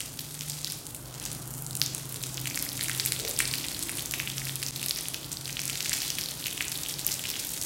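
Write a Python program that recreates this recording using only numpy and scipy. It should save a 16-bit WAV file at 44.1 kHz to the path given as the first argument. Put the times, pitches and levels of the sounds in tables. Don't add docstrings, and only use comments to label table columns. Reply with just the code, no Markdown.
import sys
import numpy as np
from scipy import signal
from scipy.fft import rfft, irfft, next_fast_len
from scipy.io import wavfile
from scipy.ndimage import uniform_filter1d

SR = 44100
rng = np.random.default_rng(int(sys.argv[2]) if len(sys.argv) > 2 else 0)


def elevation(decibels):
    levels = np.asarray(decibels, float)
    return 10 ** (levels / 20)


def wav_record(signal):
    frames = np.transpose(np.atleast_2d(signal))
    bounded = np.clip(frames, -1, 1)
    quanta = np.round(bounded * 32767).astype(np.int16)
    wavfile.write(sys.argv[1], SR, quanta)


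N = 337365
GRAIN = 128


def evened(x):
    return x / np.sqrt(np.mean(x ** 2) + 1e-20)


def levelled(x, steady=6000):
    power = uniform_filter1d(uniform_filter1d(x ** 2, size=steady), size=steady)
    return x / np.sqrt(abs(power) + 1e-20)


def read(points, hz):
    f, value = np.transpose(points)
    return np.interp(np.log(hz + 1), np.log(f + 1), value)


def curves(rows):
    s, *columns = np.transpose(rows)
    return [np.interp(np.arange(N) / SR, s, c) for c in columns]


def add(mix, s, sound):
    part = mix[round(s * SR):][:len(sound)]
    part += sound[:len(part)]


def drift(per_s, steps_per_s=500):
    steps = rng.standard_normal(N * steps_per_s // SR + 2)
    smooth = evened(signal.lfilter([1], [1, -np.exp(-2 * np.pi * per_s / steps_per_s)], steps))
    return np.interp(np.arange(N) / SR * steps_per_s, np.arange(len(steps)), smooth)


def pop(hz, cycles, phase, glide=0.0052, size=400):
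    turns = np.arange(size) / SR * hz
    u = turns / cycles * 3.24
    swell = (u * np.exp(1 - u)) ** 2
    return swell * np.sin(2 * np.pi * (turns * (1 + glide * turns / cycles) + phase))


def spatter(bursts):
    spatter_s = 0.0071
    return signal.lfilter([0, 1], [1, -np.exp(-1 / spatter_s / SR)], bursts)


# time in s, flow in dB, weight of big drops in dB.
STREAM = [(0.0, -35.5, -1), (.12, -36.5, -19.5), (.66, -35, -8), (.95, -40.5, -24), (1.25, -37, -3),
          (1.55, -38.5, -36), (1.85, -37.5, -11), (2.15, -35, -15), (2.9, -31, -9.5), (3.42, -31, -8),
          (3.7, -32.5, -9), (4.25, -32.5, -13.5), (4.95, -34, -7.5), (5.35, -38, -10.5), (5.95, -28.5, -5),
          (6.33, -33, -13.5), (7.33, -31.5, -7.5), (7.65, -30, -16)]
# lowest ring in Hz, highest ring in Hz, drops per s, size spread in dB, ring in cycles.
DROPS = [
    (1800, 5100, 460, 3.5, 2.64),
    (3470, 8900, 800, 4, 2.7),
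    (7500, 21000, 1500, 5.5, 2.36),
]
# level against the flow in dB, share of the big-drop weight followed (ratio).
DROP_SHARES = [(-3, 1.), (-0.5, 0.51), (-5.5, -0.14)]


def spray(hits):
    out = np.zeros(N)
    clump = elevation(3.24 * drift(58.0))
    burst = rng.random(N) < 140 / SR
    bursts = elevation(3.8 * rng.exponential(1, N).clip(0, 1.5) + 7.5) * burst
    clump = clump * (1 + 0.23 * spatter(bursts))
    flow_db, weight_db = curves(STREAM)
    thrown = spatter((hits / elevation(flow_db)) ** 2)
    clump = clump * np.sqrt(1 + elevation(-43) * thrown)
    for (db, follows), (lo_hz, hi_hz, per_s, spread_db, cycles) in zip(DROP_SHARES, DROPS):
        arrive, big, share, pitch, phase = rng.random((5, N))
        size = elevation(spread_db * (-np.log(big)).clip(0, 3)) * (arrive < per_s / SR)
        size = size + bursts * share * (lo_hz / 7500) ** 0.17
        at = np.flatnonzero(size)[:, None]
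        drops = size[at] * pop(lo_hz * (hi_hz / lo_hz) ** pitch[at], cycles, phase[at], size=GRAIN)
        layer = np.bincount((at + np.arange(GRAIN)).ravel(), drops.ravel(), N)[:N]
        out += elevation(flow_db + db + follows * weight_db) * levelled(layer * clump)
    return out


# crest in s, peak in dB, ring in Hz.
PLOPS = [(0.0054, -20, 8950), (0.0054, -28.5, 3100), (0.2076, -26, 10920), (0.2077, -32, 3830),
         (0.5068, -28, 4950), (0.5195, -27, 5430), (0.6717, -25, 3760), (0.7008, -23, 4940),
          (1.1995, -25.5, 8500), (1.2276, -25, 10000), (1.2613, -24, 7200), (1.3295, -23, 9900),
         (1.4766, -25, 11910), (1.5389, -29, 9900), (1.623, -22, 11910),  (1.7095, -24, 8400),
         (1.767, -20, 9170), (1.8052, -26.0, 11910), (1.8311, -26, 10100), (1.8374, -21, 10920),
         (1.9802, -25, 7060), (2.0564, -27, 11000), (2.0922, -24, 13100), (2.162, -24, 13000),
         (2.2279, -23, 13000), (2.4152, -23, 13000), (2.5114, -30, 2300), (2.5528, -22, 10920),
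         (2.5587, -19, 7600), (2.5713, -27, 13000),  (2.6504, -17, 13000), (2.6655, -31.5, 2020),
         (2.7185, -27, 3800), (2.7312, -23, 10920), (2.7573, -29, 13000), (2.8298, -16.5, 10920),
         (2.8442, -18, 9170), (2.8454, -31, 2270), (2.8959, -20, 9170), (2.9151, -25, 5430),
         (2.9323, -23, 9170), (2.9496, -24, 3670), (2.9618, -22, 13000), (2.9769, -22.0, 10920),
         (3.045, -26, 7700),
         (3.0518, -16.5, 7650), (3.0676, -20.0, 10920),  (3.0858, -24, 10000), (3.1247, -26, 10920),
                (3.1637, -25.5, 3510), (3.1916, -22, 7700), (3.2786, -22, 4360), (3.2939, -19, 11000),
                (3.3, -20, 10900), (3.3644, -23, 5000), (3.3761, -26, 11910), (3.3764, -29, 3220),
                (3.4037, -13.5, 8400), (3.4066, -22, 2600), (3.4104, -30, 2270), (3.4234, -19, 10000),
                (3.4746, -28, 3510), (3.4775, -17, 8400), (3.5134, -20, 4560), (3.5293, -22, 8400),
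                (3.5386, -24, 11910), (3.5809, -19, 13120), (3.5851, -23, 4560), (3.6024, -28, 10920),
                (3.6668, -24.0, 7700),  (3.7475, -27, 3830), (3.7932, -26, 11200), (3.8267, -18, 8360),
                (3.8352, -19, 10000), (3.8947, -20, 9000), (3.9173, -21, 9150), (3.9542, -22.0, 10920),
                (3.9713, -20, 9920), (3.9839, -23, 9170), (3.994, -24, 3500), (4.0229, -20, 11910),
                (4.059, -19.5, 7000), (4.1115, -14, 6600), (4.1218, -20, 11800), (4.1381, -22.5, 5930),
                (4.1449, -33, 2270),
         (4.1866, -23.0, 13000), (4.1995, -25.5, 10920),  (4.4528, -22, 10920), (4.4713, -31, 2500),
              (4.4955, -25, 3700), (4.6196, -26, 11850), (4.6339, -22, 8400), (4.685, -22, 5920),
              (4.7604, -26, 13000), (4.7615, -23.0, 4180), (4.7955, -27.5, 3510), (4.8291, -20.0, 10000),
              (4.8296, -25.5, 2700), (4.8844, -24, 6360), (4.8953, -16, 11000), (4.95, -23, 13000),
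              (4.9725, -22, 10920), (5.0348, -23, 13000), (5.1441, -23, 3840), (5.2452, -29, 4180),
              (5.3189, -28, 8400), (5.3275, -23, 5860), (5.3302, -21, 7600),  (5.3711, -23, 4530),
              (5.4785, -22.5, 8200), (5.5284, -23, 6350), (5.6021, -22, 8400), (5.6171, -24, 10920),
              (5.7309, -26, 10000),  (5.8763, -31, 4000), (5.8952, -15.5, 7560), (5.9238, -29, 6470),
              (5.9311, -18, 4940), (5.9354, -18, 9100), (6.0044, -21, 4980), (6.0312, -19, 13000),
              (6.0317, -29, 4980), (6.0782, -27, 3830), (6.1535, -23, 8440), (6.2381, -21, 5430),
              (6.2598, -21.5, 4180), (6.2872, -22.5, 4150), (6.4005, -30, 7730), (6.4595, -25, 4230),
         (6.4679, -19, 13000),  (6.4818, -25, 2700), (6.5325, -24.0, 10000), (6.6152, -31, 1910),
               (6.6242, -22, 5930), (6.6447, -27, 3510), (6.6529, -22.0, 9200), (6.6961, -22.5, 10920),
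                (6.7181, -20, 10920), (6.7546, -29, 4180), (6.7572, -24, 3800), (6.8149, -23, 10800),
               (6.836, -26, 7700), (6.8623, -23, 3160), (6.8863, -19, 10000), (6.8963, -23, 5540),
               (6.9099, -28, 3220), (6.9282, -23, 9940), (6.9403, -22, 4900), (6.9933, -21, 7700),
               (7.0478, -21, 6470), (7.0664, -8, 11800), (7.0785, -18.5, 5930), (7.1111, -24.5, 5464),
               (7.1157, -21, 5400), (7.1185, -19, 7060), (7.1276, -22, 7060), (7.1415, -17.5, 7060),
               (7.1943, -23, 10000), (7.1946, -25, 3180), (7.2398, -24, 7700), (7.2541, -22.5, 2720),
               (7.3024, -14.5, 13200), (7.3402, -26, 3080), (7.393, -24, 4996), (7.4489, -19, 11910),
               (7.47, -19, 11910), (7.4921, -23.5, 7060), (7.505, -21, 13000), (7.6143, -20, 5930),
               (7.6369, -28, 6470), (7.6371, -26, 13000),
         (1.7095, -30, 4000), (1.9493, -24, 6500), (2.1243, -23, 13000), (2.2171, -31, 4020),
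               (2.2377, -26.5, 4000), (2.3437, -23, 6800), (2.5004, -23, 6000), (2.7767, -30, 6000),
               (2.8102, -28, 2000), (2.8217, -31, 2200), (2.859, -28, 3000), (2.9148, -26, 3180),
               (3.0332, -31, 2780), (3.1982, -24, 7200), (3.3113, -20, 7500), (3.4873, -28, 4200),
               (3.6493, -30, 2400), (3.685, -23.5, 4000), (4.1961, -22, 5750), (4.3006, -25, 3200),
               (4.418, -29.5, 2020), (4.8613, -25, 4100), (4.8848, -20, 8900), (4.9874, -21, 6000),
               (5.6172, -21, 6000), (5.73, -28, 4140), (5.7415, -33, 4100), (5.775, -34, 3400),
               (5.8586, -28, 4830), (5.8955, -34, 2830), (5.9308, -25, 2700), (5.95, -23, 5200),
               (5.9877, -22, 9000), (6.0316, -27, 2800), (6.186, -23, 3700), (6.4598, -23, 2680),
               (6.5274, -26.5, 3200), (6.7756, -20, 11090), (7.3145, -22, 5200), (7.3567, -25, 3080),
               (7.5366, -21, 8360), (7.625, -27, 4200)]


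def plops():
    cycles = 4.3
    rows = PLOPS
    out = np.zeros(N)
    sputters = np.diff(rng.standard_normal((len(rows), GRAIN + 1))) * np.hanning(GRAIN)
    for (s, peak_db, hz), sputter in zip(rows, sputters):
        start_s = max(s - cycles / 2.7 / hz, 0)
        add(out, start_s, elevation(peak_db + 3.2) * pop(hz, cycles, 0.097, glide=0.005))
        add(out, s - GRAIN / 2 / SR, elevation(peak_db - 12.5) * sputter)
    return out


# frequency in Hz, density in dB per Hz.
RUMBLE = [(15, -51), (25, 3.5), (81, -4), (136, 1), (162, -2), (204, -7.5), (294, -5.5), (425, -11.5),
          (1350, -18), (1510, -18.5), (1670, -24), (2500, -27.5), (3250, -24), (5500, -120)]
# time in s, level in dB.
RUMBLE_LEVEL = [(0.0, -51), (0.49, -52), (1.0, -50.5), (1.28, -47.5), (1.75, -48.5), (3.73, -47.5),
                (4.15, -48), (4.41, -49), (5.62, -49.5), (6.56, -48.5), (7.65, -49)]


def rumble():
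    frames, hz = N // 512 + 5, np.fft.rfftfreq(2048, 1 / SR)
    a, b, patches = rng.standard_normal((frames, 1025, 3)).T
    patches = evened(uniform_filter1d(uniform_filter1d(patches, size=4, axis=0), size=12, axis=1))
    z = (a + 1j * b) * elevation(read(RUMBLE, hz)[:, None] + 1.15 * patches)
    noise = signal.istft(z, nperseg=2048, noverlap=1536)[1][:N]
    return elevation(curves(RUMBLE_LEVEL)[0] + 4) * evened(noise)


# time in s, firing rate in Hz.
FIRING = [(0.0, 24.7), (0.5, 24.73), (1.4, 25.36), (1.8, 26.04), (2.8, 25.84), (4.1, 26.32), (4.45, 26.84),
          (5.7, 27.05), (7.65, 26.98)]
ORDER_DB = {5: -57.5, 6: -59., 11: -61.5, 13: -69.5}
# order, middle in s, half length in s, peak in dB.
SWELLS = [(6, 0.47, 0.29, -44), (5, 1.13, 0.14, -49), (6, 1.65, 0.43, -47.5), (5, 1.83, 0.4, -43.5),
          (5, 2.33, 0.18, -43.5), (11, 2.6, 0.22, -54.5), (5, 3.025, 0.24, -43.5), (5, 3.47, 0.099, -42.5),
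          (11, 3.68, 0.21, -57), (6, 3.92, 0.24, -57), (5, 4.49, 0.3, -41), (5, 5.59, 0.32, -46.5),
           (5, 7, 0.16, -54), (13, 3.8, 0.6, -55.5)]
# order, strong order followed, level against it in dB.
FAINT = [(2, 11, -17), (4, 5, -37), (10, 11, -3), (12, 13, -5.5)]


def engine():
    turns, t = np.cumsum(curves(FIRING)[0]) / SR, np.arange(N) / SR
    gains = {k: elevation(db) for k, db in ORDER_DB.items()}
    for order, s, half_s, peak_db in SWELLS:
        k = round(order)
        gains[k] = gains[k] + elevation(peak_db) * np.exp(-((t - s) / half_s) ** 2)
    gains.update({k: gains[round(lead)] * elevation(db) for k, lead, db in FAINT})
    out = np.zeros(N)
    for k, gain in gains.items():
        waver = elevation(1.44 * drift(2.4))
        out += np.sqrt(2) * gain * waver * np.sin(2 * np.pi * round(k) * turns + 0.3 * drift(1.2))
    return out


# start in s, peak in dB, ring in Hz.
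SMACKS = [(0.191, -30, 3100), (0.409, -25.5, 3030),  (1.8164, -20.5, 2570), (2.3786, -22.5, 3200),
          (2.4567, -22.5, 2766), (2.4722, -24, 2260), (2.5741, -22, 2080), (2.7933, -28, 2000),
          (2.8846, -27, 1900), (2.8965, -21.5, 1870), (2.9986, -26, 2050), (3.06, -25, 2130),
          (3.1213, -21.5, 2322), (3.4034, -13.5, 2070), (3.5384, -22, 2420), (3.6419, -23.5, 3200),
          (3.894, -23.5, 2173), (3.9846, -27, 2800),  (4.1379, -19, 2440), (4.1999, -16.5, 2430),
          (4.2744, -20, 2870), (4.381, -26, 2830), (4.47, -34, 1850), (4.4944, -25, 2730),
          (4.628, -24.5, 2780), (4.8158, -30, 2750), (4.9093, -23, 3300), (5.0561, -26, 3040),
               (5.1436, -25.5, 2580), (5.4778, -31, 2730), (5.4956, -26.5, 2640), (5.5693, -19.5, 3130),
               (5.5923, -22.5, 2470), (5.6978, -22.5, 2650), (5.8055, -23, 2650), (5.8582, -25, 2260),
               (5.9188, -24.5, 1820), (6.1022, -25, 3130), (6.1845, -23, 2666), (6.426, -30.5, 2900),
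                (6.4684, -22, 2900), (6.577, -23.5, 2930), (6.6075, -15, 2390), (6.8512, -30, 3033),
               (7.0897, -25, 2980), (7.2395, -27, 2650)]


def smacks():
    out, rows = np.zeros(N), SMACKS
    t = np.arange(1500) / SR
    for (s, peak_db, hz), z in zip(rows, rng.standard_normal((len(rows), len(t) + 1))):
        add(out, s, elevation(peak_db + 4.5) * pop(hz, 2.7, z[0], glide=0.018))
        slop = evened(uniform_filter1d(z[1:], size=12)) * np.sin(2 * np.pi * 0.93 * hz * t)
        add(out, s + 0.000778, elevation(peak_db - 16) * slop * np.exp(-t / 0.0071))
    return signal.lfilter(*signal.butter(2, 1100, "high", fs=SR), out)


def strays(count, over_db, spread_db, lo_hz, hi_hz):
    when, size, pitch = rng.random((count, 3)).T
    s, flow_db = when * (N / SR - .01), np.transpose(STREAM)[:2]
    peak_db = np.interp(s, *flow_db) + over_db + spread_db * size
    return list(zip(s, peak_db, lo_hz * (hi_hz / lo_hz) ** pitch))


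# time in s, peak in dB, ring in Hz.
SPLATS = [(0.192, -16, 4800), (0.3112, -24, 8900), (0.3431, -20, 8680), (0.3915, -20, 7510),
          (0.4085, -16.5, 5560), (0.4664, -26, 9600), (0.4843, -19, 10800), (0.4977, -13.5, 8000),
          (0.615, -22, 8100), (0.6451, -12.5, 4570), (0.7083, -18, 5600), (0.7212, -12, 10100),
          (0.8667, -17.5, 8380), (0.9068, -22, 10800), (0.9469, -16, 8600), (1.1982, -24, 5500),
          (1.2527, -15.5, 6130), (1.3157, -16.5, 7800), (1.5065, -21.5, 11200), (1.5873, -26, 8180),
          (1.622, -26, 10700),  (1.6646, -15, 8150), (1.73, -24, 4970), (1.7528, -15, 7860),
          (1.752, -11.5, 10400), (1.771, -14.5, 7870), (1.7977, -17, 9540), (1.8156, -3, 4700),
             (1.8614, -10.5, 6940), (1.9478, -10.5, 9500),  (2.124, -16, 9060), (2.1428, -13, 8000),
             (2.2163, -30, 7500), (2.2367, -12, 7500), (2.3717, -17.5, 5550), (2.4567, -19, 8420),
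             (2.473, -13, 7300), (2.545, -16, 4380), (2.575, -13, 5240), (2.5896, -12, 8000),
             (2.6247, -7, 11100), (2.6894, -13, 5100), (2.757, -27, 8350), (2.793, -21, 7290),
             (2.8093, -13.5, 4180), (2.8364, -11, 8600), (2.8827, -12, 6500), (2.9977, -8, 4540),
             (3.0597, -5.5, 11700),  (3.1206, -8, 7400), (3.1208, -10.5, 4070),
          (3.3892, -0.5, 8650), (3.4537, -11.5, 4700), (3.5376, -12, 4600), (3.5805, -22, 4760),
           (3.6842, -14.5, 8590), (3.7169, -20, 12200), (3.7459, -21, 4330), (3.7915, -16, 8240),
           (3.8146, -24, 8320), (3.8272, -24, 7780), (4.0935, -26, 6870), (4.1105, -13, 6200),
           (4.299, -17, 5590), (4.381, -14, 5600), (4.4532, -18.5, 4900), (4.556, -11, 10800),
           (4.6278, -18, 10200), (4.6278, -14, 4550), (4.6638, -12.5, 5800), (4.76, -24, 6640),
           (4.8149, -18, 9890), (4.8613, -9.5, 10300), (4.8843, -15, 5760), (4.9088, -8, 4570),
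           (4.96, -14.5, 4920), (5.0089, -13, 9100), (5.084, -12.5, 9600), (5.1436, -15, 5800),
           (5.3164, -17, 7400),
          (5.4556, -15.5, 4500),  (5.593, -15, 5130), (5.654, -12, 9700), (5.678, -11, 7400),
            (5.6977, -15, 8270), (5.7735, -14, 7000), (5.8052, -15, 5060), (5.8463, -14, 6980),
            (5.8944, -18, 7740), (5.9296, -19.5, 4430), (6.0183, -14, 4940), (6.1025, -9.5, 5550),
            (6.211, -12.5, 5360), (6.31, -16.5, 6800), (6.4405, -17, 4040),  (6.466, -13, 6070),
            (6.5777, -19, 7150), (6.6041, -25, 4480), (6.6816, -15, 6640), (6.7177, -17, 4730),
            (6.8336, -16, 6800), (7.0132, -20, 4500), (7.066, -12, 10600), (7.2387, -23, 4800),
            (7.301, -16.5, 5080), (7.6145, -14, 10030), (7.6245, -13, 7410)]


def splats():
    stray = strays(count=18, over_db=5, spread_db=3, lo_hz=6700, hi_hz=8000)
    rows = [*SPLATS, *stray]
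    out, luck, n = np.zeros(N), rng.standard_normal((len(rows), GRAIN + 1)), np.arange(GRAIN)
    snap = elevation(-7.5) * np.exp(-n / 3.9) + elevation(-14.5) * np.exp(-n / 45)
    for (s, peak_db, hz), z in zip(rows, luck):
        add(out, s + .0006, elevation(peak_db - 1.5) * pop(hz, 3.44, z[0], glide=0.0038))
        add(out, s + .0007, elevation(peak_db) * z[1:].clip(-1.5, 1.5) * snap)
    return signal.lfilter(*signal.butter(2, 2500, "high", fs=SR), out)


# time in s, peak in dB, ring in Hz.
KNOCKS = [(3.185, -41, 480), (3.197, -37, 420), (3.219, -40, 423), (3.232, -36, 436), (3.246, -31.5, 470),
          (3.257, -35, 460), (3.282, -35.5, 545), (3.291, -34, 535), (3.3, -38, 440), (3.307, -37, 534),
          (3.325, -41, 455), (3.338, -45, 557), (3.344, -37, 550)]


def knocks():
    out = np.zeros(N)
    for (s, peak_db, hz), (a, b) in zip(KNOCKS, rng.random((len(KNOCKS), 2))):
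        add(out, s, elevation(peak_db - 1.5) * pop(hz, 6.7, a, glide=0.0091, size=4000))
        add(out, s, elevation(peak_db - 1) * pop(hz * 1.25, 2.2, b, glide=.01, size=4000))
    return out


# delay in s, level in dB.
NEAR_WALLS = [(.0031, -19), (.0066, -19.5)]
# frequency in Hz, 60 dB decay in s.
ROOM = [(1000, 0.48), (3000, 0.58), (8000, 0.61), (15000, 0.39)]


def room(x):
    tail = np.arange(15000)
    echoes = rng.standard_normal((3, len(tail))) * np.clip((tail / SR - .005) / 0.0076, 0, 1)
    hz, t, z = signal.stft(echoes, SR, nperseg=GRAIN)
    tails = signal.istft(z * elevation(-60 * t / read(ROOM, hz)[:, None]), SR, nperseg=GRAIN)[1]
    tails /= np.linalg.norm(tails[0])
    walls = sum(elevation(db) * np.roll(x, round(s * SR)) for s, db in NEAR_WALLS)
    turn = 5.3 * np.arange(N) / SR + np.arange(3)[:, None] / 6
    places = np.sqrt(2 / 3) * np.cos(2 * np.pi * turn)
    return signal.oaconvolve(x * places, tails, axes=1)[:, :N].sum(0) + walls


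def scene():
    hits = smacks() + splats() + plops()
    drops = spray(hits)
    hits = hits + knocks()
    near = elevation(-5.5) * drops + hits + room(elevation(-10.5) * drops + elevation(-7.5) * hits)
    return (near + engine() + rumble())[None]


def top_cut(x):
    return signal.sosfilt(signal.butter(12, 16980, fs=SR, output="sos"), x)


# frequency in Hz, gain in dB.
MIC = [(20, -30), (32, -26), (48, 0), (70, -5.5), (100, -1), (12000, 1), (15800, -1)]


def record(dry):
    body_top_hz, top_hz = 15850, 16950
    cut_s, fade_s = 4.71, .022
    size = next_fast_len(N)
    hz = np.fft.rfftfreq(size, 1 / SR)
    z = rfft(dry, size) * elevation(read(MIC, hz))
    body = irfft(z * (hz < body_top_hz), size)[:, :N]
    top = irfft(z * (hz > body_top_hz) * (hz < top_hz), size)[:, :N]
    sharp = uniform_filter1d(top ** 2, size=GRAIN) > elevation(-39) ** 2
    passed = elevation(-15) * top * uniform_filter1d(1. 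* sharp, size=40)
    since = (np.arange(N) / SR - cut_s) / fade_s
    fade = np.where(since < 0, 1, since.clip(.03, 1))
    return top_cut(np.clip((body + passed) * fade, -.9, .9))


dry = scene()
out = record(dry)
wav_record(out)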